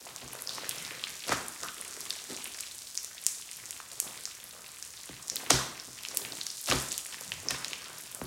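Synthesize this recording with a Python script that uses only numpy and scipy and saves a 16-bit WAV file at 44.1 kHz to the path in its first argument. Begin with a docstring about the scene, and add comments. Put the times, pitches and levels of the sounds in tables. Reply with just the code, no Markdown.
"""Popping-candy slime on a table

Slime full of popping candy is kneaded and stretched on a table in a small, live room.
Clouds of tiny ringing bursts make the fizz, sticky crackle and squelch; placed bursts make the loud snaps.
Gliding trains of short rings run from sticky to low; heavy folds flop as swells of noise and splash.
Knocks sweep down in pitch and ring the table top; decaying noise gives the echo, over soft room air."""
import sys
import numpy as np
from scipy import signal
from scipy.fft import irfft
from scipy.io import wavfile

SR = 44100
rng = np.random.default_rng(int(sys.argv[2]) if len(sys.argv) > 2 else 0)


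def generate_wav(signal):
    """Clip the signal to [-1, 1] and save it as 16-bit WAV at the path in sys.argv[1]."""
    frames = np.transpose(np.atleast_2d(signal))
    scaled = np.clip(frames, -1, 1) * 32767
    pcm = np.round(scaled).astype(np.int16)
    wavfile.write(sys.argv[1], SR, pcm)


N = 364266   # length in samples


def from_db(db):
    """Decibels to gain."""
    return 10 ** (np.asarray(db) / 20)


def rms_one(x):
    """Scale to rms 1."""
    return x / np.sqrt(np.mean(x ** 2) + 1e-20)


def at_hz(points, hz):
    """Read a table on a log-frequency axis."""
    points = np.array(points)
    return np.interp(np.log(hz), np.log(points[:, 0]), points[:, 1])


def add(track, s, sound):
    """Mix a sound in from time s on."""
    start = max(round(s * SR), 0)
    track[start:start + len(sound)] += sound[:max(N - start, 0)]


def noise_bands(size, count=19):
    """Half-octave bands (Hz, noise), from the deep bass upwards, that add up to roughly white noise."""
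    edges = 30 * 2 ** (np.arange(count + 1) / 2)
    white = rng.standard_normal((2, size))   # neighbouring bands use different noise
    for k, (low, high) in enumerate(zip(edges, edges[1:])):
        sos = signal.butter(2, [low, min(high, .48 * SR)], "band", fs=SR, output="sos")
        yield np.sqrt(low * high), signal.sosfilt(sos, white[k % 2])


def cavity(x, hz, q):
    """A damped resonance; a unit click comes out with unit energy."""
    w = 2 * np.pi * min(hz, .45 * SR) / SR
    damp = np.sin(w) / (2 * max(q, .2))
    numerator = [damp, 0, -damp]
    denominator = [1 + damp, -2 * np.cos(w), 1 - damp]
    return signal.lfilter(numerator, denominator, x + 1e-18) * np.sqrt((1 + damp) / damp)


def burst(x, hz, q, shell_share=0.24):
    """A bursting pocket swells through two resonances in a row, then rings out; unit energy."""
    shell = cavity(x, hz, shell_share * q)
    return rms_one(cavity(shell, hz, q)) / np.sqrt(len(x))


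def broad_peak(hz, pitch, q):
    """Gain of a soft contact: strongest round its pitch, with little treble."""
    return 1 / np.hypot(1, q * (hz / pitch - pitch / hz)) / np.hypot(1, hz / (4 * pitch))


def grains(colour, per_s, spread_db, q, size, count):
    """Tiny bursts at random moments, mostly weak, each ringing at one of many pitches; rms 1."""
    total = int(per_s * size / SR) + 1
    when, which, strength, sign = rng.random((total, 4)).T
    height_db = spread_db * np.minimum(-np.log(1 - strength), 4.5)
    height = from_db(height_db) * np.sign(sign - .5)
    out = np.zeros(size)
    for k, hz in enumerate(np.geomspace(colour[0][0], colour[-1][0], count)):
        mine = (which * count).astype(int) == k
        click = signal.unit_impulse(int(3 * q * SR / hz) + 8)
        grain = from_db(at_hz(colour, hz)) * burst(click, hz, q)
        places = (when[mine, None] * size).astype(int) + np.arange(len(grain))
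        out += np.bincount(places.ravel(), np.outer(height[mine], grain).ravel(), size)[:size]
    return rms_one(out)


# Still air of the room. Each row: frequency in Hz, relative level in dB per Hz.
AIR_COLOUR = [(30, -7), (65, 5.5), (140, -1.5), (400, -7.5), (1200, -3.5), (3000, -7), (7000, -17),
              (15000, -8)]
AIR_DB = -58


def room_air():
    """The still air is steady noise, weighted band by band."""
    return from_db(AIR_DB) * rms_one(sum(from_db(at_hz(AIR_COLOUR, hz)) * band for hz, band in noise_bands(N)))


# Candy fizz drive, livelier while the slime is drawn out into a sheet.
# Each row: time in seconds, drive in dB before the layer trims.
CANDY_DRIVE = [(0.0, -51.5), (0.62, -46.5), (2.39, -46.5), (3.31, -49), (3.43, -47), (4.26, -49),
               (4.58, -51.5), (5.22, -50), (5.45, -49), (5.73, -53), (5.93, -47.5), (6.21, -47),
               (6.53, -44.5), (6.83, -41.5), (7.06, -45.5), (7.84, -50)]
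# The hands squeeze or pull the slime. Each row: start in seconds, hold in seconds,
# sticky crackle drive in dB, squelch drive in dB (both before the layer trims).
HAND_STROKES = [(0.073, 0.36, -54, -53.5), (0.52, 0.48, -49, -51), (0.994, 0.14, -50, -71),
                (1.788, 0.33, -50, -56), (2.327, 0.13, -52.5, -56.5), (3.593, 0.12, -55.5, -64),
                (4.055, 0.0072, -49, -50.5), (4.48, 0.076, -54.5, -58.5), (5.386, 0.035, -48, -47.5),
                (6.125, 0.18, -50, -51), (7.128, 0.34, -56, -56), (7.55, 0.38, -49.5, -55.5),
                (8.185, 0.08, -67, -51)]
GRIP_S, RELAX_S = 0.073, 0.12   # exponential rise and fall of every stroke
CREEP_STICKY_DB, CREEP_SQUELCH_DB = -58.5, -65.5   # drives as the slime creeps under its own weight


def handling():
    """Gains of fizz, sticky crackle and squelch: each stroke swells, holds and relaxes to a slow creep."""
    t = np.arange(N) / SR
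    fizz = from_db(np.interp(t, *np.transpose(CANDY_DRIVE)))
    sticky, squelch = from_db(CREEP_STICKY_DB), from_db(CREEP_SQUELCH_DB)
    for s, hold, sticky_db, squelch_db in HAND_STROKES:
        before, after = np.maximum(s - t, 0), np.maximum(t - s - hold, 0)
        effort = np.exp(-before / GRIP_S - after / RELAX_S)
        sticky = np.hypot(sticky, from_db(sticky_db) * effort)
        squelch = np.hypot(squelch, from_db(squelch_db) * effort)
    return fizz, sticky, squelch


# Colour of the fine candy fizz. Each row: grain pitch in Hz, relative level in dB.
FIZZ_COLOUR = [(3000, -19), (4500, -3), (6500, 0.5), (9000, 3.5), (12000, -13.5), (15000, -29)]
# Colour of the lone candy ticks. Each row: grain pitch in Hz, relative level in dB.
TICK_COLOUR = [(2000, -2.5), (5000, 3.5), (11000, 2.5)]
# Colour of the sticky clicks. Each row: grain pitch in Hz, relative level in dB.
STICKY_COLOUR = [(1100, -3), (2000, 3), (3000, 7), (4200, 3)]
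# Colour of the soft squelch. Each row: grain pitch in Hz, relative level in dB.
SQUELCH_COLOUR = [(140, -6), (260, -7.5), (450, 2.5), (750, 0.5), (1200, 0.5)]


def crackle(fizz_gain, sticky_gain, squelch_gain):
    """One patch of slime: fine fizz, lone candy ticks, sticky clicks and a soft squelch."""
    fizz = from_db(-2.5) * grains(FIZZ_COLOUR, per_s=320, spread_db=3.5, q=2.03, size=N, count=9)
    ticks = from_db(-5.5) * grains(TICK_COLOUR, per_s=7.0, spread_db=1.3, q=2.5, size=N, count=8)
    sticky = from_db(-3.0) * grains(STICKY_COLOUR, per_s=65, spread_db=6.0, q=2.36, size=N, count=7)
    squelch = from_db(-1.5) * grains(SQUELCH_COLOUR, per_s=60, spread_db=3.0, q=2.47, size=N, count=9)
    return fizz_gain * (fizz + ticks) + sticky_gain * sticky + squelch_gain * squelch


# How long the room rings. Each row: frequency in Hz, time to fall by 60 dB in seconds.
ECHO_T60 = [(100, 0.62), (700, 0.74), (1800, 0.65), (5000, 0.5), (13000, 0.63)]
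# Colour of the echo. Each row: frequency in Hz, relative echo level in dB.
ECHO_COLOUR = [(60, 8), (300, 2.5), (750, -2), (1400, 6.5), (2300, 3.5), (7000, 4), (15000, 0)]


def room(x, gap_s, size=24576):
    """Diffuse echo that dies band by band and starts just after the direct sound; unit energy."""
    t, echo = np.arange(size) / SR, 0
    for hz, band in noise_bands(size):
        t60 = at_hz(ECHO_T60, hz)
        tail = rms_one(band * from_db(-60 * t / t60))
        echo = echo + from_db(at_hz(ECHO_COLOUR, hz)) * np.sqrt(hz * t60) * tail
    fade_in = np.clip(t / gap_s - 1, 0, 1)
    echo = rms_one(echo * fade_in) / np.sqrt(size)
    return signal.fftconvolve(x, echo)[:N]


# The loudest snaps of candy and of air pockets.
# Each row: start in seconds, energy in dB with its splinters, pitch in Hz, sharpness Q.
LOUD_POPS = [(0.1621, -13.5, 6500, 1.7), (0.3326, -14.5, 10900, 3.3), (0.421, -10.5, 11100, 3.6),
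             (0.4735, -9, 5200, 8.4), (0.493, -8, 4300, 3.5), (0.5821, -14, 1180, 1.8),
             (0.693, -3.5, 8900, 1.2), (0.7834, -12.5, 6100, 3.4), (1.039, -4.5, 3320, 3.7),
             (1.2935, -9, 6100, 4.3), (1.3219, -2.5, 1290, 3), (1.483, -10.5, 9500, 4.3),
             (1.6326, -10, 5900, 2.6), (1.6352, -11, 1290, 6), (1.6854, -12, 3260, 2.6),
             (1.8123, -12.5, 9700, 3.6), (2.1054, -3.5, 4100, 3.4), (2.443, -12, 8950, 4),
             (2.607, -8.5, 7200, 2), (2.953, -14, 8200, 1.4), (2.9756, -2.5, 5900, 4),
             (3.0462, -11, 7000, 2), (3.2659, 5.5, 7270, 2.1), (3.514, -16, 8500, 4.5),
             (3.708, -10, 7150, 1.4), (3.802, -16.5, 1240, 2), (4.0011, 1, 8100, 1.9),
             (4.2545, -6.5, 5400, 3.7), (4.826, -12.5, 5840, 3), (5.2815, -13, 7350, 2),
             (5.2994, -3.5, 5700, 3), (5.3582, -5.5, 8200, 1.3), (5.3668, -7.5, 3900, 2.7),
             (5.5045, 4, 5600, 1.8), (5.7982, -15, 5440, 7.5), (6.0506, -11, 2880, 1.7),
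             (6.0861, -11, 5800, 3), (6.1482, -13, 11100, 5), (6.1717, 1.5, 9000, 0.91),
             (6.322, -12, 4360, 4), (6.4127, -9, 4180, 5.1), (6.467, -7, 5950, 1.7),
             (6.503, -11, 4950, 5.6), (6.6598, -12, 5870, 3), (6.7134, 1, 2040, 0.94),
             (6.724, -2, 3440, 2.2), (6.919, -7, 7100, 4.4), (6.9264, -9.5, 7700, 2.7),
             (6.979, -6, 8500, 1.4), (7.1436, -14, 2230, 1.5), (7.3195, -5.5, 2760, 2.5),
             (7.4858, -1, 5300, 9.9), (7.5084, -5, 4000, 0.72), (7.646, -5.5, 4260, 1.9),
             (7.682, -10.5, 6660, 5.7), (7.7325, -7, 2660, 1.8), (8.1478, -10, 8400, 2.4)]


def pops(splinter_db, splinter_s, scatter, body_db, body_ratio, body_q, count, size=1024):
    """A shell cracks, its cavity rings and the slime ticks dully; row 0 has snaps, the rest splinters."""
    out, click = np.zeros((count, N)), signal.unit_impulse(size)
    for (s, db, hz, q), chance in zip(LOUD_POPS, rng.random((len(LOUD_POPS), count - 1, 3))):
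        body = from_db(body_db) * burst(click, body_ratio * hz, body_q)
        parts = [burst(click, hz, q) + body]
        for late, pitch, height in chance:
            delay = min(int(splinter_s * SR * (.15 + late)), size - 1)
            splinter_hz = hz * scatter ** ((2 * pitch - 1) / (1 + q))   # sharp snaps scatter less
            splinter = burst(signal.unit_impulse(size, delay), splinter_hz, q)
            parts.append(from_db(splinter_db) * (2 * height - 1) * splinter)
        for track, part in zip(out, parts / np.linalg.norm(parts)):
            add(track, s, from_db(db) * part)
    return out


# Ringing modes of the table top. Each row: frequency in Hz, level in dB against the thump,
# time to fall by 60 dB in seconds.
TABLE_MODES = [(61.5, 2, 0.21), (131.8, 3.5, 0.4), (255.7, 5.5, 0.18), (372, -2, 0.33)]
# The slime's weight or a hand lands on the table. Each row: time in seconds, slap energy in dB,
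# pitch in Hz, travel time of 1 kHz across the top in seconds, thump level in dB.
TABLE_KNOCKS = [(0.222, -25, 260, 0.0068, -52.5), (1.2948, -5.5, 334, 0.004, -50),
                (1.322, -4.5, 450, 0.012, -54), (5.093, -16.5, 199, 0.006, -55),
                (5.5069, 3.5, 453, 0.012, -33), (6.689, -12, 264, 0.007, -39.5),
                (6.723, 0, 415, 0.012, -35.5), (7.509, -12, 520, 0.0065, -49),
                (8.2162, -8.5, 330, 0.00353, -45.5)]


def knocks(slap_q, build_s, size=22050):
    """A bending wave crosses the table, low notes slowest: slaps sweep down into the ringing modes."""
    slaps, thumps, reference_hz = np.zeros(N), np.zeros(N), 1000
    t, hz = np.arange(size) / SR, np.maximum(np.fft.rfftfreq(size, 1 / SR), 1)
    for s, slap_db, pitch, travel, thump_db in TABLE_KNOCKS:
        dispersion = np.exp(-4j * np.pi * travel * np.sqrt(reference_hz * hz))
        wave = irfft(broad_peak(hz, pitch, slap_q) * dispersion, size)
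        add(slaps, s - travel, from_db(slap_db) * wave / np.linalg.norm(wave))
        for mode_hz, db, t60 in TABLE_MODES:
            # each mode starts half a cycle before its wave arrives
            arrival = travel * np.sqrt(reference_hz / mode_hz) - .5 / mode_hz
            since = np.maximum(t - arrival, 0)
            ring = np.sin(2 * np.pi * mode_hz * since) * (1 - np.exp(-since / build_s))
            add(thumps, s - travel, from_db(thump_db + db - 60 * since / t60) * ring)
    return slaps, thumps


# Gliding trains of short rings: sticky peels, a low blup, a ringing wash after the big slap, a low rub.
# Each row: start in seconds, length in seconds, level in dB before the mix trim,
# first pitch in Hz, last pitch in Hz.
RING_TRAINS = [(0.46, 0.23, -49.5, 5270, 3800), (0.659, 0.35, -52, 2780, 1770),
               (1.621, 0.085, -48.5, 1370, 1290), (2.284, 0.06, -46, 368, 320),
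               (3.977, 0.22, -62, 616, 965), (5.543, 0.1, -43.5, 1390, 1000),
               (7.198, 0.29, -58.5, 148, 82.5), (7.802, 0.17, -57, 1690, 1470)]


def gliding_rings(per_s, spread_db, q, scatter, size=2048):
    """Short damped rings follow one another at random, crowding midway, while their pitch glides."""
    out, click = np.zeros(N), signal.unit_impulse(size)
    for s, length, db, first_hz, last_hz in RING_TRAINS:
        along = rng.beta(2, 2, int(per_s * length) + 1)
        total = len(along)
        heights = rms_one(from_db(spread_db * rng.standard_normal(total))) * rng.choice([-1, 1], total)
        glide = first_hz * (last_hz / first_hz) ** along
        pitches = glide * np.exp(scatter * rng.standard_normal(total))
        gain = from_db(db) * np.sqrt(SR / per_s)
        for u, height, hz in zip(along, heights, pitches):
            add(out, s + u * length, gain * height * cavity(click, hz, q))
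    return out


# Colour of the wet splash. Each row: grain pitch in Hz, relative level in dB.
SPLASH_COLOUR = [(1400, -4), (3000, -5.5), (6000, 5), (10000, -9)]
# Wet folds of slime collapsing. Each row: time in seconds, puff level in dB, puff pitch in Hz,
# contact time in seconds, wet splash level in dB (levels before the swell shapes them).
SLIME_FLOPS = [(1.292, -38, 480, 0.03, -37), (1.322, -28, 900, 0.013, -30), (1.636, -43, 296, 0.017, -48),
               (2.309, -48, 320, 0.033, -44), (3.926, -52.5, 354, 0.012, -63), (5.1, -55, 300, 0.016, -64),
               (5.506, -19.5, 626, 0.0043, -17.5), (5.885, -44.5, 191, 0.0075, -70),
               (6.689, -36.5, 700, 0.013, -29.5), (6.702, -38, 600, 0.009, -25.5),
               (6.722, -26, 650, 0.0084, -33), (7.468, -41.5, 380, 0.015, -58),
               (7.509, -35, 1000, 0.0081, -29.5), (7.547, -34.5, 1100, 0.007, -46)]


def flops(puff_q, sag_cycles, rise_share, size=16384):
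    """A fold collapses: air puffs out, high notes first, and the wet skin splashes."""
    out, lead = np.zeros(N), .1   # lead: seconds of room for the rise
    t = np.arange(size) / SR - lead
    bands = list(noise_bands(4 * size, count=14))

    def swell(late, length):
        """A quick rise and a slower fall round the moment of contact."""
        return np.exp(-np.maximum((t - late) / length, (late - t) / (rise_share * length)))

    for s, puff_db, pitch, contact, splash_db in SLIME_FLOPS:
        puff, power, start = 0, 0, rng.integers(3 * size)
        for hz, band in bands:
            air = broad_peak(hz, pitch, puff_q) * band[start:start + size]
            lag = sag_cycles * (1 / hz - 1 / pitch)
            puff = puff + air * swell(lag, contact + max(lag, 0))
            power += air.var()
        splash = grains(SPLASH_COLOUR, per_s=350, spread_db=3.6, q=1.6, size=size, count=12)
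        wet = from_db(splash_db) * splash * swell(0, contact)
        add(out, s - lead, from_db(puff_db) * puff / np.sqrt(power) + wet)
    return out


def scene(count=4):
    """Patches of slime crackle and flop, each with its own echo; gliding rings and slaps share another."""
    gains = [gain / np.sqrt(count) for gain in handling()]
    out = room_air()
    snap_rows = pops(splinter_db=-3.5, splinter_s=0.0011, scatter=3.8,
                     body_db=-18, body_ratio=0.41, body_q=2.3, count=count)
    for snaps in snap_rows:
        patch = crackle(*gains)
        folds = flops(puff_q=1.0, sag_cycles=0.64, rise_share=0.6) / np.sqrt(count)
        echo_send = from_db(-2.5) * patch + from_db(-7.0) * snaps + from_db(-3.5) * folds
        out += patch + snaps + folds + room(echo_send, gap_s=0.00018)
    rings = from_db(1.0) * gliding_rings(per_s=640, spread_db=-1.0, q=4.8, scatter=0.15)
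    slaps, thumps = knocks(slap_q=0.52, build_s=0.0021)
    echo_send = from_db(-8.5) * rings + from_db(-5.0) * slaps
    out += rings + slaps + thumps + room(echo_send, gap_s=0.002)
    return out[None]


CEILING, CUTOFF_HZ = .8, 15900   # peak limit before the top cut, treble cutoff


def record(dry):
    """The microphone loses the deep bass, the loudest peaks are softly limited and the top is cut steeply."""
    thin = signal.sosfilt(signal.butter(3, 47, "high", fs=SR, output="sos"), dry)
    rounded = thin / (1 + (thin / CEILING) ** 4) ** .25
    return signal.sosfilt(signal.cheby1(12, .1, CUTOFF_HZ, fs=SR, output="sos"), rounded)


dry = scene()
out = record(dry)
generate_wav(out)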